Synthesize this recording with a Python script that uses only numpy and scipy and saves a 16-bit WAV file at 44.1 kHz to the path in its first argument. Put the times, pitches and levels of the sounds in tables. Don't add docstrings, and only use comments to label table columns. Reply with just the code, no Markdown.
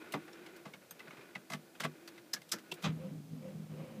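import sys
import numpy as np
from scipy import signal
from scipy.io import wavfile

SR = 44100
rng = np.random.default_rng(int(sys.argv[2]) if len(sys.argv) > 2 else 0)


def materialize(psi):
    bounded = np.clip(np.atleast_2d(psi).T, -1, 1)
    quanta = np.round(bounded * 32767).astype(np.int16)
    wavfile.write(sys.argv[1], SR, quanta)


N = 176400
TIME = np.arange(N) / SR
BAND_EDGES_HZ = 25 * 2 ** (np.arange(29) / 3)
BAND_CENTRES_HZ = np.sqrt(BAND_EDGES_HZ[1:] * BAND_EDGES_HZ[:-1])

# (time [s], level [dB], rise [s], decay stretch [x], bass [dB], treble [dB], ring [dB],
# dash knock [dB])
CLUNKS = [(0.136, -33, 0.0035, 1.24, 7, -10.5, -1.5, 6.5), (.652, -49.5, 0.0039, 2.0, 14.5, -0.5, 4.5, 2),
          (1.498, -54.5, 0.0047, 2.1, 12, 20, 10.5, 11), (1.517, -44, 0.0051, 1.4, -7, 6.5, 4, -17),
          (1.532, -37, 0.0026, 0.87, -3, 0, 1.5, -25), (1.798, -35.5, 0.0059, 1.52, -3, 5.5, -6, -6),
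          (1.834, -33.5, 0.0043, 0.93, -8, -1, 0, -4), (1.846, -34.5, 0.0046, 0.66, 7, -1, -1, -1)]
# (frequency [Hz], level [dB])
CLUNK_SPECTRUM = [(50, -34), (90, -56), (130, -14), (190, -25), (330, -10.5), (700, -8.5), (1000, -6.5),
                  (1500, -7), (2300, -12), (3500, -11.5), (6000, -19.5), (9000, -26.5), (15000, -35)]
# (frequency [Hz], level [dB], t60 [s])
CLUNK_MODES = [(153, -7.5, 0.19), (202.4, -7.5, 0.17), (245, -12, 0.21), (658, -8, 0.084), (852, -14, 0.12),
               (1140, -9.5, 0.1), (1278, -12, 0.081), (1647, -8, 0.037), (2050, -5.5, 0.065),
               (2123, -5.5, 0.027), (2530, -12, 0.061)]

def lock_clunks(bands):
    return sum(contact(bands, CLUNK_SPECTRUM, CLUNK_MODES, *hit) for hit in CLUNKS)


# (time [s], level [dB], rise [s], decay stretch [x], bass [dB], treble [dB], ring [dB])
SNAPS = [(2.3315, -36, 0.0054, 0.94, 4.5, -1, 1), (2.515, -38, 0.0058, 1.02, -1, 8.5, -8),
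         (2.524, -33.5, 0.0076, 1.8, 9, -29.5, -11)]
# (frequency [Hz], level [dB])
SNAP_SPECTRUM = [(60, -62), (170, -18.5), (500, -19), (900, -18.5), (1650, -4.5), (2500, -16.5), (4000, -6),
                 (5400, -3.5), (6400, 1), (8000, -17), (10500, -15.5), (12700, -10.5), (15000, -27)]
# (frequency [Hz], level [dB], t60 [s])
SNAP_MODES = [(1601, -5.5, 0.049), (1665, -7, 0.064), (4420, -3.5, 0.029), (5080, 7.5, 0.022),
              (5450, -7, 0.072), (12300, -11, .03)]

def detent_snaps(bands):
    return sum(contact(bands, SNAP_SPECTRUM, SNAP_MODES, *hit) for hit in SNAPS)


# (time [s], level [dB], rise [s], decay stretch [x], bass [dB], treble [dB], ring [dB])
CLACKS = [(2.714, -44.5, 0.0035, 0.7, -3, 2.5, -2.5)]
# (frequency [Hz], level [dB])
CLACK_SPECTRUM = [(60, -35), (160, 3), (340, 2), (600, -4), (900, 0), (1400, -18), (2100, -4.5), (2700, 5),
                  (3500, 2), (4600, -4.5), (8000, -13.5), (15000, -18)]
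# (frequency [Hz], level [dB], t60 [s])
CLACK_MODES = [(162, -4, 0.16), (335, -4, 0.25), (2684, 11, 0.043), (3360, 4, 0.03)]

def key_stop(bands):
    return sum(contact(bands, CLACK_SPECTRUM, CLACK_MODES, *hit) for hit in CLACKS)


# (time [s], level [dB], rise [s], treble [dB], ring pitch [Hz], ring [dB])
TICKS = [(0.121, -50, 0.0017, 21, 2870, 4), (0.279, -51.5, 0.0025, -12, 2010, -6),
         (0.329, -56, .003, 1, 5490, 2), (.460, -52.5, .004, 1.5, 2190, 1.5),
         (0.563, -70, 0.0012, 27, 4350, 10), (0.734, -48, 0.0044, -3, 2215, 2),
         (0.992, -53, 0.0019, 3.5, 2810, -4), (1.000, -55.5, 0.0046, -18, 2030, 10),
         (1.072, -49.5, 0.0025, -16, 2200, -7), (1.106, -47, 0.003, -8.5, 2200, 0),
         (1.167, -49.5, 0.0046, -17, 2530, -10), (1.3505, -43.5, 0.0025, -5, 2160, 3.5),
         (1.3544, -49, 0.0019, -17, 2000, 13.5), (1.748, -55, 0.005, -3, 2520, -0.5),
         (2.075, -50, 0.0017, 11.5, 4640, 0), (2.176, -53, 0.0049, -3, 2034, 0.5),
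         (2.362, -49, 0.0045, -11, 1695, 5), (2.416, -62, 0.0025, 14, 2080, 7.5),
         (2.485, -62.5, 0.0077, 19.5, 3800, 0), (2.582, -60, .004, 13, 1595, 4),
         (2.738, -72, 0.0028, 34, 8300, 15), (2.821, -50.5, 0.0058, 12, 2500, -17)]
# (time [s], level [dB], rise [s], decay stretch [x], bass [dB], treble [dB], ring [dB])
JINGLES = [(.908, -48, 0.0016, 0.74, -3, 0, -3.5)]
# (frequency [Hz], level [dB])
TICK_SPECTRUM = [(60, -61), (160, 3), (340, -21), (620, -5.5), (1000, -8), (1500, -4), (2400, -9.5),
                 (3200, -7.5), (5000, -13), (8000, -22), (15000, -27.5)]
# (frequency [Hz], level [dB], t60 [s])
KEY_MODES = [(6352, 4.5, 0.03), (6600, -1, .035), (8130, 0, 0.045), (8850, -2, 0.056), (12120, 5, 0.065),
             (12480, 2, .035)]

def keys_and_tumblers(bands, t60=0.039, overtone_ratio=1.3, overtone_db=-7.5):
    out = sum(contact(bands, TICK_SPECTRUM, KEY_MODES, *hit) for hit in JINGLES)
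    for start, db, rise, treble_db, hz, ring_db in TICKS:
        modes = [(hz, 0, t60), (hz * overtone_ratio, overtone_db, t60)]
        out += contact(bands, TICK_SPECTRUM, modes, start, db, rise, 1, 0, treble_db, ring_db)
    return out


# (time [s], level [dB], rise [s], decay stretch [x], bass [dB], treble [dB], ring [dB])
SOLENOID_HITS = [(2.833, -40, 0.012, 1.47, -4, 4, -5), (2.852, -43, 0.0048, 1.96, -1, -8, -1.5)]
# (frequency [Hz], level [dB])
SOLENOID_SPECTRUM = [(50, -21), (110, 4.5), (180, 2.5), (280, 0), (500, -2), (1200, 0.5), (2000, -5.5),
                     (3400, -2.5), (4500, -10.5), (6200, -11.5), (8500, -30), (15000, -35)]
# (frequency [Hz], level [dB], t60 [s])
SOLENOID_MODES = [(158.9, 7.5, 0.46), (189, 14.5, 0.13), (796, 0, 0.1), (1195, 1, 0.09), (2020, -6, 0.18),
                  (2480, 2, 0.086), (3260, -6, 0.1), (3550, 0, .08)]

def solenoid(bands):
    return sum(contact(bands, SOLENOID_SPECTRUM, SOLENOID_MODES, *hit) for hit in SOLENOID_HITS)


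# (time [s], level [dB])
BOOM_LEVEL = [(2.93, -44), (3.03, -56.5), (3.095, -51), (3.135, -43), (3.21, -47), (3.285, -57.5),
              (3.335, -39), (3.375, -50), (3.41, -50.5), (3.525, -54.5), (3.56, -42), (3.65, -47.5),
              (3.68, -57), (3.718, -40.5), (3.765, -48), (3.81, -46.5), (3.88, -56), (4.0, -52.5)]
# (frequency [Hz], level [dB], wander [Hz])
BOOM_MODES = [(155.8, -2.5, 4.45), (112.6, -20.5, 4.6)]
# (frequency [Hz], level [dB])
RUMBLE_SPECTRUM = [(30, -30), (55, -21), (85, -17), (130, -2), (180, 4), (270, -4.5), (400, -18.5),
                   (700, -46), (1500, -40), (4000, -61)]

def cab_boom(bands):
    tones = sum(from_db(db) * wavering(hz, wander, flutter_db=1.0) for hz, db, wander in BOOM_MODES)
    return gain_curve(BOOM_LEVEL) * (tones + coloured(bands, RUMBLE_SPECTRUM))


# (time [s], pitch [Hz], level [dB])
GROAN = [(2.93, 199.6, -59), (3.025, 177.9, -55.5), (3.062, 195, -42), (3.105, 203.4, -52),
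         (3.135, 283.2, -49.5), (3.189, 285.5, -62.5), (3.32, 259.4, -63), (3.366, 260.5, -47.5),
         (3.44, 194.6, -58), (3.487, 196.8, -47), (3.53, 202.4, -59), (3.59, 203.5, -48.5),
         (3.68, 199.3, -57), (3.79, 216.3, -63), (3.835, 246.6, -50), (3.909, 230.6, -71.5),
         (4.0, 207.8, -40)]

def crank_groan():
    times, hz, db = np.transpose(GROAN)
    tone = wavering(np.interp(TIME, times, hz), wander_hz=4.9, flutter_db=1.5)
    return from_db(np.interp(TIME, times, db)) * tone


# (peak time [s], whine [dB], grind [dB], half length [s], whine pitch [Hz], pitch roughness [Hz])
COMPRESSIONS = [(3.04, -49.5, -54, 0.041, 517, 9.2), (3.474, -48.5, -56, 0.041, 528, 15.1),
                (3.822, -53.5, -54, 0.06, 525.3, 27), (3.97, -59, -62, 0.079, 532.5, 14.9)]
# (frequency [Hz], level [dB])
GEAR_SPECTRUM = [(100, -10), (350, 1), (560, -1), (760, -7.5), (950, -10), (1200, -10), (1700, -17.5),
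                 (2400, -12), (4000, -26.5), (9000, -41), (15000, -48)]

def starter_whine(bands, sag_hz=9.2, grind_spread=1.64):
    grind = coloured(bands, GEAR_SPECTRUM)
    out = np.zeros(N)
    for peak, whine_db, grind_db, half_length, hz, rough_hz in COMPRESSIONS:
        away = ((TIME - peak) / half_length) ** 2
        pitch = hz - sag_hz * away / (1 + away) + rough_hz * drift(200)
        whine = wavering(pitch, wander_hz=4.56, flutter_db=2.0)
        out += from_db(whine_db) * whine / (1 + away ** 2)
        out += from_db(grind_db) * grind / (1 + away / grind_spread ** 2)
    return out


# (time [s], level [dB])
SLEEVE_LEVEL = [(0.0, -59), (0.12, -58.5), (0.23, -61.5), (0.58, -61.5), (0.7, -74), (0.95, -68),
                (1.08, -63), (1.2, -61), (1.5, -71), (1.72, -71.5), (2.08, -65), (2.42, -74), (2.8, -64)]
# (frequency [Hz], level [dB])
SLEEVE_SPECTRUM = [(100, -12), (350, 8.5), (600, -1.5), (1000, -5.5), (1550, -5.5), (2400, -34),
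                   (3300, -11), (6000, -31), (15000, -36)]
# (frequency [Hz], width [Hz], level [dB])
SLEEVE_PEAKS = [(1462, 70, -6.5), (1710, 240, -8), (2075, 80, -10.5), (2430, 270, -6)]

def sleeve_rustle(end_s=2.93, fade_s=0.072):
    cloth = coloured(noise_bands(grain_db=0.5), SLEEVE_SPECTRUM)
    cloth += sum(from_db(db) * resonance(hz, width) for hz, width, db in SLEEVE_PEAKS)
    cloth *= from_db(1.5 * drift(45))
    cloth *= from_db(1.5 * drift(260))
    return cloth * gain_curve(SLEEVE_LEVEL) * np.clip((end_s - TIME) / fade_s, 0, 1)


# (time [s], relative level [dB])
HUM_SWING = [(0.0, -49), (0.03, -44), (0.08, -78), (0.15, -38.5), (0.23, -54.5), (0.65, -55.5),
             (0.76, -73.5), (2.03, -58.5), (2.06, -51.5), (2.51, -70), (2.54, -53), (2.68, -66),
             (2.74, -42), (2.8, -80)]
# (frequency [Hz], level [dB])
HISS_SPECTRUM = [(25, -7), (60, -30), (110, -9.5), (170, 4), (250, -0.5), (340, -10.5), (480, 2),
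                 (900, -10), (2400, -15), (4000, -14), (8000, -17.5), (15000, -19.5)]

def cabin_tone(hiss_db=-62.5, hum_db=-66, swing_depth=0.88):
    hiss = from_db(hiss_db) * coloured(noise_bands(), HISS_SPECTRUM)
    swing = gain_curve(HUM_SWING)
    hum_gain = from_db(hum_db) * (swing / swing.mean()) ** swing_depth
    return hiss + hum_gain * wavering(hz=335, wander_hz=18, flutter_db=2.0)


# (frequency [Hz], t60 [s])
CAB_DECAY = [(100, 0.2), (300, 0.14), (800, 0.083), (2000, 0.091), (5000, 0.066), (15000, 0.08)]
KNOCK_HZ, KNOCK_OCTAVES = 840, 0.49

def contact(bands, spectrum, modes, start, db, rise, stretch, bass_db, treble_db, ring_db, knock_db=0):
    first = int(start * SR)
    span = slice(first, first + SR // 3)
    t = TIME[span] - TIME[first]
    out = np.zeros(N)
    for band, hz in zip(bands, BAND_CENTRES_HZ):
        eq_db = bass_db / (1 + (hz / 700) ** 2) + treble_db / (1 + (4000 / hz) ** 2)
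        eq_db += knock_db * np.exp(-(np.log2(hz / KNOCK_HZ) / KNOCK_OCTAVES) ** 2)
        shape = envelope(t, hz, rise, stretch * at_hz(CAB_DECAY, hz))
        out[span] += band[span] * from_db(at_hz(spectrum, hz) + eq_db) * shape
    for hz, mode_db, t60 in modes:
        out[span] += from_db(mode_db + ring_db) * ringing(t, hz) * envelope(t, hz, rise, t60)
    return from_db(db) * out


def envelope(t, hz, rise, t60, bass_lag_s=0.014, tail_db=-34, tail_t60=0.069):
    rise = max(rise, 0.001) + bass_lag_s / (1 + (hz / 450) ** 2)
    attack = np.minimum(t / rise, 1) ** 1.14
    after = np.maximum(t - rise, 0)
    return attack * (from_db(-60 * after / t60) + from_db(tail_db - 60 * after / tail_t60))


def ringing(t, hz, jolts_per_s=223):
    jolt_radians = 0.5 * np.interp(t * jolts_per_s, np.arange(256), rng.standard_normal(256))
    return np.sin(2 * np.pi * (hz * t + rng.random()) + jolt_radians * hz / (hz + 700))


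def wavering(hz, wander_hz, flutter_db):
    phase = 2 * np.pi * np.cumsum(hz + wander_hz * drift(45)) / SR
    tone = np.sin(phase) * from_db(flutter_db * drift(35))
    return tone / tone.std()


def resonance(hz, width_hz):
    radius = np.exp(-np.pi * width_hz / SR)
    feedback = [1, -2 * radius * np.cos(2 * np.pi * hz / SR), radius ** 2]
    out = signal.lfilter([1, 0, -1], feedback, rng.standard_normal(N))
    return out / out.std()


def noise_bands(grain_db=0, grains_per_s=900):
    white = rng.standard_normal((2, N)) * from_db(grain_db * np.minimum(drift(grains_per_s), 1.5))
    white *= np.sqrt(SR / 2000) / white.std()
    filters = [signal.butter(2, BAND_EDGES_HZ[k:k + 2], "band", fs=SR, output="sos")
               for k in range(len(BAND_CENTRES_HZ))]
    return np.array([signal.sosfilt(sos, white[k % 2]) for k, sos in enumerate(filters)])


def coloured(bands, spectrum):
    return from_db(at_hz(spectrum, BAND_CENTRES_HZ)) @ bands


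def drift(turns_per_s):
    wobble = np.interp(TIME * turns_per_s, np.arange(8192), rng.standard_normal(8192))
    return wobble / wobble.std()


def gain_curve(rows):
    return from_db(np.interp(TIME, *np.transpose(rows)))


def at_hz(points, hz):
    frequencies, values = np.transpose(points)
    return np.interp(np.log(hz), np.log(frequencies), values)


def from_db(db):
    return 10 ** (np.asarray(db) / 20)


def scene(crank_start_s=2.87, crank_rise_s=0.033):
    chatter = noise_bands(grain_db=2.7, grains_per_s=800)
    lock = lock_clunks(chatter) + detent_snaps(chatter) + key_stop(chatter) + keys_and_tumblers(chatter)
    grit = noise_bands(grain_db=2.0)
    fade_in = np.clip((TIME - crank_start_s) / crank_rise_s, 0, 1)
    starter = solenoid(grit) + fade_in * (cab_boom(grit) + crank_groan() + starter_whine(grit))
    return (lock + starter + cabin_tone() + sleeve_rustle())[None]


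def record(dry, low_cut_hz=59, high_cut_hz=15400):
    thin = signal.sosfilt(signal.butter(3, low_cut_hz, "high", fs=SR, output="sos"), dry)
    return signal.sosfilt(signal.ellip(14, 0.1, 90, high_cut_hz, fs=SR, output="sos"), thin)


dry = scene()
out = record(dry)
materialize(out)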